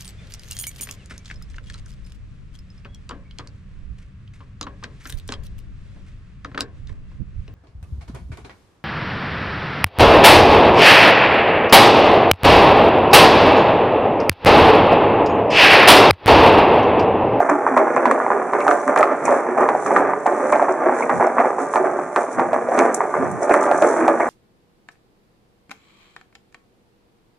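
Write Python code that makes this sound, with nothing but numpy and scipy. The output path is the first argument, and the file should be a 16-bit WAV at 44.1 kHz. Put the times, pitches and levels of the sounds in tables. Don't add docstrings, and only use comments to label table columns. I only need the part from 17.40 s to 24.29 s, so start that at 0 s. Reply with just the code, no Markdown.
import sys
import numpy as np
from scipy import signal
from scipy.fft import rfft, irfft
from scipy.io import wavfile
from scipy.ndimage import uniform_filter1d, minimum_filter1d

SR = 44100
rng = np.random.default_rng(int(sys.argv[2]) if len(sys.argv) > 2 else 0)


def dump_mix(stems):
    frames = np.atleast_2d(stems).T
    limited = np.clip(frames, -1, 1)
    pcm = np.round(limited * 32767).astype(np.int16)
    wavfile.write(sys.argv[1], SR, pcm)


N = 303849
TIME = np.arange(N) / SR

# middle_s, length_s, level_db
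AIR_PUFFS = [(1.87, 0.057, -33), (2.54, 0.23, -36), (2.72, 0.13, -40), (3.77, 0.066, -27.5),
             (4.99, 0.034, -26.5), (5.1, 0.073, -34), (5.3, 0.34, -43), (5.83, 0.1, -28.5),
             (5.93, 0.11, -29), (6.38, 0.084, -35.5), (6.62, 0.077, -36)]
# frequency_hz, level_db
PUFF_SPECTRUM = [(20, -25), (50, -33.5), (90, -1.5), (140, 2), (200, 7.5), (300, -7.5), (600, -50),
                 (1200, -85)]
# frequency_hz, level_db
THUD_SPECTRUM = [(15, -32), (35, -32), (60, -23), (100, -10), (150, 6.5), (195, 3.5), (260, -3.5),
                 (500, -59.5)]
# time_s, level_db
GRIT_LEVELS = [(0.0, -55.5), (1.0, -53), (1.45, -55), (2.1, -55.5), (2.8, -57), (3.1, -53.5), (4.0, -54),
               (5.2, -54), (5.9, -51), (6.45, -56), (6.89, -48.5)]
# middle_s, length_s, level_db
SAND_SCRAPES = [(1.33, 0.24, -47), (1.59, 0.035, -41), (1.865, 0.026, -38), (1.92, 0.14, -46),
                (2.21, 0.045, -54), (2.48, 0.2, -45.5), (2.58, 0.065, -50), (3.05, 0.3, -48),
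                (3.6, 0.1, -45), (3.76, 0.064, -45.5), (4.22, 0.05, -44.5), (4.35, .05, -43.5),
                (4.8, .09, -45.5), (4.93, 0.043, -45.5), (5.41, 0.11, -44), (5.56, 0.029, -40.5),
                (6.04, 0.037, -41), (6.14, .06, -42), (6.24, .05, -42), (6.34, 0.036, -48),
                (6.48, 0.23, -42)]
# frequency_hz, level_db
GRIT_SPECTRUM = [(2500, -49), (3300, -12), (5100, -14), (5800, 2.5), (8000, 2), (10000, -2.5),
                 (11100, -11.5), (11800, -40), (14000, -33), (16000, -56)]
# pitch_hz, level_db, t60_s
STEEL_MODES = [(5910, 25, 0.054), (5850, -17, 0.024), (7780, 2.5, 0.067), (7540, -3.5, 0.033),
               (10300, -23, .03)]
# start_s, level_db, pitch_hz
METAL_TICKS = [(0.0957, -25.5, 6250), (0.3611, -35, 6650), (0.5594, -33, 6700), (0.7107, -26, 7700),
               (1.266, -38, 5760), (1.305, -29, 6100), (1.476, -28.5, 7500), (1.5584, -30, 7040),
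               (1.5876, -27, 7740), (1.853, -22, 6900), (2.205, -32, 5950), (2.4632, -24.5, 5900),
               (2.866, -31, 6000), (3.1207, -28, 7030), (3.321, -32, 5830), (3.866, -33, 5910),
               (5.3883, -18, 6600), (5.5439, -11.5, 7900), (5.913, -31.5, 8100), (6.029, -24, 5880),
               (6.137, -25, 8300), (6.2083, -30, 7100), (6.2287, -26, 7200), (6.3763, -27, 7000),
               (6.42, -27, 6500), (6.4862, -23.5, 6000), (6.6763, -34, 6490)]
# start_s, level_db, pitch_hz
PLATE_CLINKS = [(0.5621, -27, 2270), (0.7115, -30, 2150), (1.2038, -26, 2250), (1.853, -27, 2240),
                (3.1237, -23, 2180), (3.6206, -25, 2200), (3.9828, -25.5, 2220), (5.3896, -21, 2190),
                (6.106, -28, 2360), (6.81, -22, 2040)]
# start_s, pitch_hz, level_db
HOLLOW_TONES = [(0.108, 292, -13.5), (0.311, 263.6, -17), (0.38, 399, -14), (0.381, 630, -9.5),
                (0.715, 274, -22), (0.931, 406, -13.5), (1.281, 710, -12.5), (1.466, 261.6, -17),
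                (1.577, 632.6, -8.5), (1.891, 560, -13), (1.929, 422, -18.5), (2.105, 367, -14.5),
                (2.204, 367.6, -12), (2.512, 569, -15), (2.586, 287, -25), (2.9, 372, -15.5),
                (3.023, 528, -15), (3.11, 596, -13), (3.29, 375, -14), (3.446, 637, -14),
                (3.464, 369, -12.5), (3.818, 363.5, -18), (4.204, 280, -22), (4.393, 372, -14.5),
                (4.974, 264, -23.5), (4.979, 778, -14.5), (5.362, 620, -11.5), (5.375, 265, -17.5),
                (5.785, 256, -20), (6.273, 721, -18), (6.413, 595, -13), (6.419, 324, -14),
                (6.49, 398, -21), (6.597, 327, -10.5), (6.674, 580, -10.5), (6.686, 332, -13.5)]
# pitch_hz, level_db, t60_s
DECK_MODES = [(246, -14, 0.22), (322, -14, 0.033), (363.7, -2, 0.15), (415, -4, 0.29), (595, -7, 0.15),
              (647, -24, 0.033), (820, -12.5, 0.03), (1181, 0.5, 0.081)]
# time_s, level_db
ROLL_LEVELS = [(0.0, -22), (0.75, -20), (1.08, -25), (1.5, -24.5), (1.8, -27.5), (2.1, -24), (2.43, -26),
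               (2.62, -17.5), (2.82, -29), (3.0, -36), (3.9, -25), (4.3, -27.5), (4.6, -29), (5.5, -24.5),
               (5.97, -28), (6.2, -17.5), (6.6, -25.5), (6.89, -21.5)]
# middle_s, length_s, level_db
ROUGH_PATCHES = [(0.70, 0.1, -19), (1.0, 0.053, -23), (1.2, 0.14, -21), (1.72, 0.057, -17.5),
                 (1.92, 0.14, -18), (2.09, 0.039, -22), (2.3, .07, -37), (2.62, 0.17, -25),
                 (3.05, 0.24, -20), (3.475, 0.13, -16), (3.62, 0.11, -21), (4.0, 0.047, -14.5),
                 (4.58, 0.1, -23.5), (4.988, 0.0064, -13.5), (5.43, 0.12, -14.5), (5.84, 0.063, -20),
                 (6.5, 0.13, -21.5), (6.63, 0.13, -17.5)]
# frequency_hz, level_db
CHATTER_SPECTRUM = [(100, -45), (190, -22), (255, -5.5), (400, -3), (660, 2), (900, -4), (1250, -6),
                    (1700, -9.5), (2400, -21), (2900, -44.5), (3500, -44), (4200, -73), (6000, -40),
                    (9000, -86)]
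# rolling_db, knock_db, build_s, t60_s
CHATTER_BANDS = [(2, 4, 0.0063, 0.38), (-.5, 5, 0.0012, 0.41), (-2, 4, 0.00067, 0.29)]
# time_s, level_db, pitch_hz, crack_db, chatter_db
JOINT_KNOCKS = [(0.005, 11, 720, -33.5, -20), (0.0896, -1, 890, -72, -17), (0.0988, 2.5, 1090, -40, -31),
                (0.2669, 5.5, 994, -50, -21), (0.367, 4, 1000, -44, -16.5), (0.3768, 8, 1035, -26, -19.5),
                (0.4722, -0.5, 920, -50, -26), (0.565, 3.5, 1020, -39, -19.5),
                (0.6562, 14, 990, -22.5, -23.5), (0.7128, 9.5, 1105, -26.5, -31),
                (0.779, -3, 880, -62, -31), (0.802, -0.5, 1110, -55, -31), (0.8654, 2.5, 880, -51, -33),
                (0.9044, 4, 1010, -54, -19), (0.921, -3, 1100, -57, -32), (1.019, -3.5, 1100, -60, -34),
                (1.1353, 1.5, 1010, -37, -21), (1.2057, -7, 1170, -34, -30), (1.2676, 4.5, 803, -50, -20),
                (1.281, 5, 1240, -27, -17.5), (1.3128, 6, 1210, -26.5, -20.5),
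                (1.48, 0.5, 1105, -42, -16.5), (1.562, 3.5, 1070, -34, -16.5),
                (1.5764, -4, 870, -25.5, -18), (1.61, 5, 700, -30, -21.5), (1.6298, 15.5, 1230, -21.5, -20),
                (1.8815, 3.5, 955, -43, -22), (1.9093, -3, 694, -40, -19), (2.0678, -4, 915, -62, -43),
                (2.1709, -2.5, 710, -58, -17), (2.2086, 2, 950, -51, -16), (2.2334, -0.5, 970, -51, -35),
                (2.2896, 5, 940, -31, -21.5), (2.3513, 4.5, 732, -49, -28), (2.463, -0.5, 1240, -39, -23),
                (2.508, 3, 840, -55, -20.5), (2.564, 14, 1237, -24.5, -17), (2.6927, -1, 706, -63, -25),
                (2.7363, 0.5, 950, -52, -32), (2.8604, 2, 710, -53, -22.5), (2.8647, 3, 866, -31.5, -20.5),
                (2.9249, 0, 663, -46, -40), (3.1262, 4.5, 1040, -32, -16), (3.1596, 0.5, 740, -37, -38),
                (3.197, 2, 980, -51, -20), (3.2263, 6.5, 680, -40, -23), (3.285, 0, 900, -55, -19),
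                (3.4955, 1, 790, -53, -38), (3.6077, 0, 910, -46, -31), (3.6955, 2.5, 935, -36.5, -18),
                (3.7997, 0.5, 885, -54, -17.5), (3.8272, 5, 930, -52, -19), (3.8733, 2.5, 685, -42, -35),
                (3.984, 8, 1120, -46, -23), (4.0028, 4, 710, -37, -21.5), (4.048, 2.5, 840, -51, -19),
                (4.1847, -3, 890, -58, -22.5), (4.3382, 1, 1060, -38, -24), (4.3586, 4, 910, -29.5, -18),
                (4.4439, 2, 605, -61, -19.5), (4.5906, -2.5, 744, -52, -41), (4.7622, 3.5, 1070, -26, -17),
                (4.9961, 2.5, 940, -34.5, -19.5), (5.1327, 3.5, 654, -35, -19), (5.2889, 2, 532, -45, -35),
                (5.319, -0.5, 730, -49, -23), (5.378, -10, 780, -35, -15), (5.3913, 3, 1030, -23.5, -30),
                (5.6068, 3.5, 960, -58, -23), (5.6552, -3.5, 706, -62, -45), (5.7413, 1, 1080, -56, -21),
                (5.7785, -3.5, 604, -63, -46), (6.0227, -1.5, 605, -52, -23), (6.0963, 5, 674, -34, -13.5),
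                (6.1417, 6, 1120, -29, -18.5), (6.2388, -6, 890, -37, -24), (6.2675, 0, 577, -43, -22),
                (6.3146, 6.5, 714, -29.5, -20.5), (6.4239, 7.5, 640, -26, -14.5),
                (6.461, -11, 1200, -47, -24), (6.6812, 7, 765, -26.5, -18), (6.7998, -1.5, 880, -46, -19.5)]
# frequency_hz, level_db
CRACK_SPECTRUM = [(900, -31), (1600, -12), (2400, 18), (2900, 5), (3600, 4), (5000, -2.5), (6500, -1.5),
                  (9000, -6.5), (14000, -23)]
# frequency_hz, level_db
SIDE_SPECTRUM = [(30, -8), (65, -5), (125, -8), (180, 2), (250, -13), (500, -13), (1000, -11), (2000, -3.5),
                 (4000, 1.5), (8000, -4)]
# frequency_hz, level_db
LEFT_BALANCE = [(100, -1), (250, -1.9), (500, -1.5), (1000, -1.5), (8000, -0.5)]


def amp(db):
    return 10 ** (np.asarray(db) / 20)


def unit_rms(x):
    return x / np.sqrt(np.mean(x ** 2) + 1e-20)


def level_curve(rows):
    return np.interp(TIME, *np.transpose(rows))


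def add(mix, start_s, sound):
    part = mix[max(round(start_s * SR), 0):][:len(sound)]
    part += sound[:len(part)]


def colour(x, spectrum, size=4096):
    hz, db = np.transpose(spectrum)
    bins_hz = abs(np.fft.fftfreq(size, 1 / SR))
    log_gain = np.log(amp(np.interp(np.log(bins_hz + 1), np.log(hz + 1), db)))
    taps = np.fft.ifft(np.exp(signal.hilbert(log_gain).conj())).real[:size // 2]
    return signal.oaconvolve(x, taps)[:N]


def lowpass(x, hz, order=4):
    return signal.sosfiltfilt(signal.butter(order, hz, fs=SR, output="sos"), x)


def clicks(per_s, spread_db):
    strength = amp(spread_db * np.minimum(rng.exponential(1, N), 4))
    return unit_rms(strength * rng.choice([-1, 1], N) * (rng.random(N) < per_s / SR))


def pulse(t, rise_s):
    return t / rise_s * np.exp(1 - t / rise_s)


def swells(rows):
    return sum(amp(db) ** 2 * np.exp(-(2 * (TIME - s) / length_s) ** 2) for s, length_s, db in rows)


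def wander(depth_db, per_s):
    knots_s = np.arange(0, TIME[-1] + 1, 1 / per_s)
    return amp(depth_db * np.interp(TIME, knots_s, rng.standard_normal(2000)[:len(knots_s)]))


def shaking(build_s, t60_s, rebound_s=0.0012):
    power, t = np.zeros(N), TIME[:SR]
    envelope = (1 - np.exp(-t / build_s)) * amp(-60 * t / t60_s)
    for s, *_, chatter_db in JOINT_KNOCKS:
        add(power, s + rebound_s, (amp(chatter_db) * envelope) ** 2)
    return power


def echoes(x, t60_s, gap_s, patterns=3):
    out, t = np.zeros(N), TIME[:SR // 2]
    for k in range(patterns):
        taps = rng.standard_normal(len(t)) * (rng.random(len(t)) < .2)
        taps *= (t > gap_s) * amp(-60 * t / t60_s)
        crossfade = np.sqrt(2 / patterns) * np.cos(np.pi * (1.3 * TIME + k / patterns))
        out += signal.oaconvolve(x * crossfade, taps / np.linalg.norm(taps))[:N]
    return out


def stereo(x, width_db):
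    side = amp(width_db) * colour(echoes(x, t60_s=0.044, gap_s=0.00067), SIDE_SPECTRUM)
    return np.array([x + side, x - side])


def diffuse(source, shared):
    common = source()
    return np.array([np.sqrt(shared) * common + np.sqrt(1 - shared) * source() for _ in "LR"])


def air_puffs(gain_db=-3):
    air = unit_rms(colour(rng.standard_normal(N), PUFF_SPECTRUM))
    return amp(gain_db) * np.sqrt(swells(AIR_PUFFS)) * air


def frame_thuds(steady_db=-49, jolt_db=-37):
    power = amp(steady_db) ** 2 + amp(jolt_db) ** 2 * shaking(build_s=0.0065, t60_s=0.1)
    return np.sqrt(power) * unit_rms(colour(clicks(per_s=300, spread_db=0.5), THUD_SPECTRUM))


def grinding(jolt_db=-32):
    jolts = amp(jolt_db) ** 2 * shaking(build_s=0.00067, t60_s=0.33)
    return np.sqrt(amp(level_curve(GRIT_LEVELS)) ** 2 + swells(SAND_SCRAPES) + jolts)


def grit(gain_db=1.7, wash_db=0.5):
    grains = clicks(per_s=700, spread_db=5) + amp(wash_db) * rng.standard_normal(N)
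    return amp(gain_db) * unit_rms(colour(grains, GRIT_SPECTRUM)) * wander(depth_db=1, per_s=15)


def steel_jingle(per_s=14, gain_db=-17):
    out, t = np.zeros(N), TIME[:SR // 10]
    for hz, db, t60_s in STEEL_MODES:
        ring = amp(db - 60 * t / t60_s) * np.sin(2 * np.pi * hz * t)
        out += signal.oaconvolve(clicks(per_s, spread_db=8.5), ring)[:N]
    return amp(gain_db) * unit_rms(out)


def metal_ticks(gain_db=-6, rise_s=0.0019, tail_db=-22, tail_t60_s=0.25, width_hz=2900):
    out, t = np.zeros(N), TIME[:6000]
    bins_hz = np.fft.rfftfreq(len(t), 1 / SR)
    for s, db, hz in METAL_TICKS:
        bounces = rng.exponential(1, len(t) // 100).repeat(100)
        force = pulse(t, rise_s) + amp(tail_db - 60 * t / tail_t60_s) * bounces
        band = unit_rms(np.exp(-((bins_hz - hz) / width_hz) ** 2))
        add(out, s, amp(db + gain_db) * irfft(rfft(force * rng.standard_normal(len(t))) * band))
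    return out - lowpass(out, hz=5300, order=12)


def plate_clinks(gain_db=-3, rise_s=0.007, width_hz=330):
    out, t = np.zeros(N), TIME[:2048]
    bins_hz = np.fft.rfftfreq(len(t), 1 / SR)
    for s, db, hz in PLATE_CLINKS:
        band = np.exp(-((bins_hz - hz) / width_hz) ** 2)
        buzz = unit_rms(irfft(rfft(rng.standard_normal(len(t))) * band))
        add(out, s, amp(db + gain_db) * pulse(t, rise_s) * buzz)
    return out


def hollow_tones(gain_db=-3, rise_s=0.018, waver=0.022):
    out, t = np.zeros(N), TIME[:SR // 4]
    for s, hz, db in HOLLOW_TONES:
        drift = unit_rms(uniform_filter1d(rng.standard_normal(len(t)), size=500))
        cycles = hz * np.cumsum(1 + waver * drift) / SR + rng.random()
        add(out, s, amp(db + gain_db) * pulse(t, rise_s) * np.sin(2 * np.pi * cycles))
    return out


def deck_resonance(x, ring_db):
    t = TIME[:SR // 3]
    ring = sum(amp(db - 60 * t / t60_s) * np.cos(2 * np.pi * hz * t) / t60_s
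               for hz, db, t60_s in DECK_MODES)
    return x + amp(ring_db) * 2 * np.log(1000) / SR * signal.oaconvolve(x, ring)[:N]


def wheel_hops(flight_s=0.0016, duck_db=-6):
    lifted = sum(np.exp(-((TIME - s - flight_s / 2) / flight_s) ** 2) for s, *_ in JOINT_KNOCKS)
    return amp(duck_db * np.minimum(lifted, 1))


def chatter(low_hz=450, bright_hz=1100):
    rolling = amp(level_curve(ROLL_LEVELS)) ** 2 + swells(ROUGH_PATCHES)
    impacts = clicks(per_s=420, spread_db=2)
    impacts = impacts + amp(-1.5) * echoes(impacts, t60_s=0.51, gap_s=0.003)
    clatter = unit_rms(deck_resonance(colour(impacts, CHATTER_SPECTRUM), ring_db=1.5))
    clatter /= np.sqrt(uniform_filter1d(clatter ** 2, size=1900) + 1e-6)
    lows, lows_and_mids = lowpass(clatter, low_hz), lowpass(clatter, bright_hz)
    bands = [lows, lows_and_mids - lows, clatter - lows_and_mids]
    out = np.zeros(N)
    for band, (rolling_db, knock_db, build_s, t60_s) in zip(bands, CHATTER_BANDS):
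        power = amp(rolling_db) ** 2 * rolling + amp(knock_db) ** 2 * shaking(build_s, t60_s)
        out += band * np.sqrt(power) * wander(depth_db=0.3, per_s=20)
    return out * wheel_hops()


def damped_swing(hz, rise_cycles, phase):
    t, rise_s = TIME[:1600], rise_cycles / hz
    return rise_s, pulse(t, rise_s) ** 2 * np.sin(2 * np.pi * (hz * t + phase))


def wheel_knocks(rise_cycles=1.128, ring_db=-20, fork_hz=1750, fork_lead_s=0.00041,
                 blow_gain_db=-7, crack_gain_db=-1):
    blows, cracks = np.zeros(N), np.zeros(N)
    for s, db, hz, crack_db, _ in JOINT_KNOCKS:
        wheel_phase, fork_phase, detune = rng.random(3)
        wheel_rise_s, wheel = damped_swing(hz, rise_cycles, wheel_phase)
        add(blows, s - wheel_rise_s, amp(db) * wheel)
        _, ring = damped_swing(hz, rise_cycles=4, phase=wheel_phase + rise_cycles)
        add(blows, s, amp(db + ring_db) * ring)
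        clack_hz = fork_hz * (.85 + .3 * detune)
        fork_rise_s, clack = damped_swing(clack_hz, rise_cycles=1.737, phase=fork_phase)
        clack_db = -14.5 + 1.06 * db + 17 * np.log2(hz / 900)
        add(blows, s - fork_rise_s - fork_lead_s, amp(clack_db) * clack)
        add(cracks, s - fork_rise_s / 2, amp([crack_db]))
    blows = lowpass(blows, hz=2600, order=6)
    blows = blows - lowpass(blows, hz=470)
    cracks = cracks + amp(-6.5) * echoes(cracks, t60_s=0.075, gap_s=0.00076, patterns=8)
    makeup = SR / 4000
    return amp(blow_gain_db) * blows + amp(crack_gain_db) * makeup * colour(cracks, CRACK_SPECTRUM)


def scene():
    knocks = wheel_knocks()
    rattle = chatter() + hollow_tones() + plate_clinks()
    hall = amp(-17.5) * echoes(knocks + rattle, t60_s=0.87, gap_s=0.0033)
    cart = stereo(knocks, width_db=-9) + stereo(rattle + hall, width_db=-5.5)
    fizz = grinding() * (stereo(steel_jingle(), width_db=-14) + diffuse(grit, shared=0.062))
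    thuds = frame_thuds()
    ticks = diffuse(metal_ticks, shared=0.075)
    air = np.array([air_puffs(), air_puffs()])
    return cart + fizz + thuds + ticks + air


def record(dry):
    left_eq = np.array(LEFT_BALANCE) * [1, .5]
    right_eq = left_eq * [1, -1]
    mix = np.array([colour(dry[0], left_eq), colour(dry[1], right_eq)])
    limiter_gain = minimum_filter1d(1 / np.maximum(abs(mix).max(0), 1), size=45)
    mix *= uniform_filter1d(uniform_filter1d(limiter_gain, size=23), size=23)
    high_cut = signal.firwin(255, cutoff=14500, window=("kaiser", 9), fs=SR)
    return signal.oaconvolve(mix, high_cut[None], "same")


dry = scene()
out = record(dry)
dump_mix(out)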